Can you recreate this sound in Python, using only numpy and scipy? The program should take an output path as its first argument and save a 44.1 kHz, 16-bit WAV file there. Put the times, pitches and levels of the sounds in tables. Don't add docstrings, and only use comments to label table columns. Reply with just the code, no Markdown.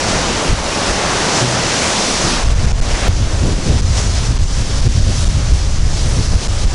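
import sys
import numpy as np
from scipy import signal
from scipy.fft import rfft, irfft
from scipy.io import wavfile
from scipy.ndimage import uniform_filter1d

SR = 44100
rng = np.random.default_rng(int(sys.argv[2]) if len(sys.argv) > 2 else 0)


def waveform_to_disk(signal):
    frames = np.transpose(np.atleast_2d(signal))
    scaled = np.clip(frames, -1, 1) * 32767
    samples = np.round(scaled).astype(np.int16)
    wavfile.write(sys.argv[1], SR, samples)


def boost(x):
    u = np.asarray(x, float) / 20
    return 10 ** u


N = 297234
T = np.arange(N) / SR
HZ = np.fft.rfftfreq(N, 1 / SR)
CUT_S = 3.0827

# (time [s], pitch [Hz], level [dB], t60 [s])
SLAP_MODES = [
    (1.411, 124, -12.5, 1.1),
    (1.415, 378, -17, .35),
    (1.415, 230, -19, .15),
]
# (time [s], fizz [dB], roar minus fizz [dB])
SURF_LEVELS = [(0, -25, 4.5), (.45, -25, 5.5), (.88, -23.5, 4), (1.0, -24.5, 4.5), (1.4, -22.5, 3.5),
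               (1.95, -21, 1.5), (2.3, -21.5, 2), (2.5, -28.5, 3), (3.08, -26.5, 5), (3.085, -33.5, 2.5),
               (3.7, -28.5, 0), (4.0, -26, -0.5), (4.7, -25.5, -2), (5.22, -26, -3), (5.4, -31, 0),
               (5.75, -32, -0.5), (6.0, -28.5, -1.5), (6.74, -27, 0)]
# (frequency [Hz], level [dB per Hz])
WATER_COLOUR = [(88, -13), (150, -5), (179, -1.5), (215, -2.5), (471, -5), (544, -3), (737, -5.5),
                (1460, -7.5), (3760, -9), (5880, -7), (10800, -23), (14000, -124), (22000, -120)]
# (time [s], swell [dB])
SPRAY_CRESTS = [(.1, 2), (1.38, 2), (1.85, 0.5), (2.91, 1.5), (3.33, 1), (3.68, 2), (3.985, 4), (4.17, 1),
                (5.98, 1.5), (6.33, 2), (6.44, 3)]
# (time [s], depth [dB])
GAIN_DUCKS = [(.493, 2.5), (.53, 5), (.6, 1.5), (.91, 2), (1.427, 3), (2.115, 1.5), (2.434, 3),
              (2.525, 5.5), (2.654, 3), (2.722, 9), (2.8, -1), (3.532, 3.5), (3.8, 6.5), (4.071, 2.5),
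              (4.19, 2), (4.27, 4), (4.32, 4.5), (4.37, 3.5), (4.44, 5), (4.62, 3.5), (4.789, 4),
              (4.869, 4.5), (4.989, 4.5), (5.248, 1.5), (5.667, 1), (5.787, 2.5), (6.266, 4), (6.356, 2.5),
              (6.465, 2.5), (6.645, 6.5)]
# (time [s], buffet [dB], flutter minus buffet [dB], extra rustle [dB])
WIND_LEVELS = [(0, -33.5, 1.2, 0.0), (0.2, -25.5, -5.5, -2), (0.7, -24, -8, -6), (1.1, -29.5, 0, 7.5),
               (1.55, -37, 11.5, 7), (2.05, -32.5, -2.7, -2), (2.3, -21, -8.5, 9), (2.5, -13, -5, -4),
               (3.08, -16.1, -7, -3), (3.085, -15.5, -4, -2.5), (3.45, -15, -8, 6), (3.75, -14.5, 2.7, 6),
               (3.9, -16.5, -7, -10), (4.25, -15, -5, -1), (4.6, -14.5, -13, 1), (4.9, -19, 0.1, -0.5),
               (5.8, -12, -7, -3), (6.74, -17.0, -8, 2.5)]
# (frequency [Hz], level [dB per Hz])
WIND_COLOUR = [(8.8, -33), (15, -1), (43, -0.5), (69, -2), (105, -5), (230, -19), (600, -31.5), (780, -38),
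               (1320, -120)]
# (time [s], change [dB])
BUFFET_SWELLS = [(.15, 7.5), (.429, -16), (.512, 15), (.738, -9), (.828, -16), (.908, 10), (1.008, -9),
                 (1.656, 9.5), (2.135, 4), (2.883, -6), (2.94, 7.5), (2.983, -12), (3.213, -2), (3.632, -7),
                 (3.851, 2), (4.23, -5), (4.44, 5), (4.49, -3), (4.809, 3.8), (4.869, 7.3), (5.039, 8),
                 (5.108, 2), (5.268, 0), (5.33, -13), (5.527, 3.5), (5.587, -3.9), (5.966, -6), (6.356, 6),
                 (6.425, -10), (6.655, 8)]
# (time [s], change [dB])
FLUTTER_PUFFS = [(.08, 9.5), (.15, 10), (.529, 14), (2.255, 8), (2.405, -12), (2.644, 8), (2.983, -14),
                 (3.093, 6), (3.213, 7), (3.362, 3.5), (3.452, 9.5), (3.632, -8.3), (3.741, -5.5),
                 (3.911, 8), (4.32, 8.5), (4.42, 7), (4.6, 8.5), (4.679, 2), (4.869, 8.5), (4.979, 10),
                 (5.039, -4), (5.108, 4), (5.188, 4.5), (5.368, 6.5), (5.847, 3), (6.066, 5), (6.196, 5.5),
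                 (6.356, 6), (6.425, -2), (6.655, 4)]
# (time [s], length [ms], pressure before [full scale], swing after [full scale])
CAPSULE_STOPS = [(2.442, 3.5, -0.12, 0.51), (2.4891, 3.2, -0.038, -0.78), (2.545, 3.4, -0.14, 0.48),
                 (2.6592, 3.7, -0.31, 0.63), (2.721, 6.7, -0.4, 0.57), (2.8034, 8.6, -0.22, 0.84),
                 (3.813, 5.5, 0.31, -0.58), (4.381, 6.2, 0.3, -0.39), (4.8104, 3.5, -0.38, 0.75),
                 (4.8812, 4.6, 0.53, -0.52), (5.248, 4.2, -0.42, 0.56), (5.2816, 5.3, 0.75, -0.61),
                 (5.524, 2.2, -0.53, 0.95), (5.7876, 3.6, 0.62, -0.66), (6.4752, 5.9, -0.22, 0.45),
                 (6.665, 3.3, 0.17, -0.46)]


def unit(x):
    return x / np.sqrt(np.mean(x ** 2))


def curves(rows):
    s, *columns = np.transpose(rows)
    return [np.interp(T, s, c) for c in columns]


def swells(rows, width_s):
    return sum(db * np.exp(-((T - s) / width_s) ** 2) for s, db in rows)


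def walk(rate):
    hold = int(SR / rate)
    steps = np.repeat(rng.standard_normal(N // hold + 1), hold)
    slewed = uniform_filter1d(uniform_filter1d(steps, hold), hold)
    return unit(slewed[:N])


def bands(x, spectrum, centres_hz):
    hz, db = np.transpose(spectrum)
    octave = np.log(HZ + 1)
    coloured = rfft(x) * boost(np.interp(octave, np.log(hz), db))
    for k in range(len(centres_hz)):
        only_k = np.arange(len(centres_hz)) == k
        yield irfft(coloured * np.interp(octave, np.log(centres_hz), only_k), N)


def slap():
    out = np.zeros(N)
    for s, hz, db, t60 in SLAP_MODES:
        age = np.clip(T - s, 0, None)
        onset = 1 - np.exp(-age / 0.009)
        out += boost(db - 60 * age / t60) * np.sin(2 * np.pi * hz * age) * onset
    return out


def bubbles(rate, spread_db, smear_ms):
    pops = (rng.random(N) < rate / SR) * boost(spread_db * rng.exponential(size=N))
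    tail = np.exp(-1000 / (smear_ms * SR))
    return unit(rng.standard_normal(N) * signal.lfilter([1], [1, -tail], pops))


def ducking():
    attack_s, release_s, release_bend = 0.01, 0.13, 1.05
    loss = np.zeros(N)
    for s, depth_db in GAIN_DUCKS:
        age = np.clip(T - s, 0, None)
        recovery = np.exp(-(age / release_s) ** release_bend)
        loss += depth_db * np.minimum(age / attack_s, 1) * recovery
    return loss


def surf():
    fizz_db, roar_db = curves(SURF_LEVELS)
    fizz_db = fizz_db + swells(SPRAY_CRESTS, 0.025) - ducking()
    wash_db = roar_db - 5
    water = unit(rng.standard_normal(N) + 0.28 * bubbles(1500, 2.8, 1.3))
    centres_hz = 110 * 2 ** (np.arange(14) / 2)
    parts = list(bands(water, WATER_COLOUR, centres_hz))
    fizz_rms = np.sqrt(np.mean(sum(parts[10:]) ** 2))
    out, shared = 0, walk(8.1)
    turns = np.log([900, 2500, 4600])
    for hz, part in zip(centres_hz, parts):
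        shared = unit(shared + 0.97 * walk(5.8))
        roar = np.interp(np.log(hz), turns, [0.84, 0.044, 0.036])
        wash = np.interp(np.log(hz), turns, [0.33, 0.75, 0.0052])
        strength_db = roar * (roar_db + 1.5) + wash * (wash_db + 2.0)
        flicker_db = 0.4 * shared + 0.88 * walk(17)
        out = out + part * boost(strength_db + flicker_db)
    return out / fizz_rms * boost(fizz_db + 1.86)


def gusts():
    buffet_db, flutter_db, rustle_db = curves(WIND_LEVELS)
    big_db = swells(BUFFET_SWELLS, 0.032)
    puff_db = swells(FLUTTER_PUFFS, 0.032)
    return buffet_db + big_db, flutter_db + puff_db - big_db, rustle_db


def steady(x, span_s, share):
    power = uniform_filter1d(x ** 2, int(span_s * SR)) + 1e-9
    return unit(x / power ** (share / 2)) * np.std(x)


def push_to_stop(eddies):
    for s, ms, before, after in CAPSULE_STOPS:
        end = s + ms / 1000
        near = slice(int((s - .05) * SR), int((s + .05) * SR))
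        t = T[near]
        eddies[near] *= 1 - 0.36 * np.exp(-((t - end) / 0.0089) ** 4)
        eddies[near] += before * np.clip(1 - (s - t) / 0.0064, 0, 1) * (t <= s)
        eddies[near] += 0.8 * after * np.sin(np.pi * np.clip((t - end) / 0.0113, 0, 1))
    return eddies


def wind():
    buffet_db, flutter_db, rustle_db = gusts()
    low, mid, high = bands(rng.standard_normal(N), WIND_COLOUR, [45., 110., 280.])
    low_rms = np.sqrt(np.mean(low ** 2))
    buffet = steady(low, 0.044, 0.74)
    mid = steady(mid, 0.019, 0.14)
    puffs = walk(25)
    flutter = mid * boost(1.1 * puffs + flutter_db + 3.)
    rustle = high * boost(2.7 * puffs + 0.75 * flutter_db + rustle_db - 1.0)
    eddies = (buffet + flutter + rustle) / low_rms * boost(buffet_db - 1.0)
    return push_to_stop(eddies)


def scene():
    return np.tile(surf() + slap() + wind(), (2, 1))


def capsule(x):
    leak = np.exp(-1 / (0.0016 * SR))
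    change = signal.lfilter([1, -leak], [1], x)
    for s, ms, _, after in CAPSULE_STOPS:
        stopped = (T > s) & (T < s + ms / 1000)
        change = np.where(stopped, 0.14 * change + (1 - leak) * 0.15 * after, change)
    return signal.lfilter([1], [1, -leak], change)


def patchy_side(mid):
    _, _, tiles = signal.stft(mid, nperseg=2048)
    rows = (13.7 * np.log1p(np.arange(len(tiles)) / 40)).astype(int)
    chance = rng.random((49, tiles.shape[1]))
    power = np.abs(tiles) ** 2
    windy = uniform_filter1d(power[:6].sum(0) / power.sum(0), size=5)
    share = (.03 + .14 * windy) * rng.exponential(size=len(windy))
    patch = (chance < share)[rows] * boost(-17.5 + 0.39 * rows)[:, None]
    scrambled = np.exp(2j * np.pi * rng.random(tiles.shape))
    return signal.istft(tiles * patch * scrambled, nperseg=2048)[1][:N]


def top_cut(x):
    return signal.sosfilt(signal.butter(12, 15800, fs=SR, output="sos"), x)


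def record(dry):
    mid = 1.156 * np.tanh(capsule(dry[0]) / 1.086)
    side = patchy_side(mid)
    out = irfft(rfft([mid + side, mid - side]) * (HZ < 11050), N)
    click = -.52 * (T >= CUT_S) * np.exp(-np.abs(T - CUT_S) / 0.0032)
    return top_cut(out + click)


dry = scene()
out = record(dry)
waveform_to_disk(out)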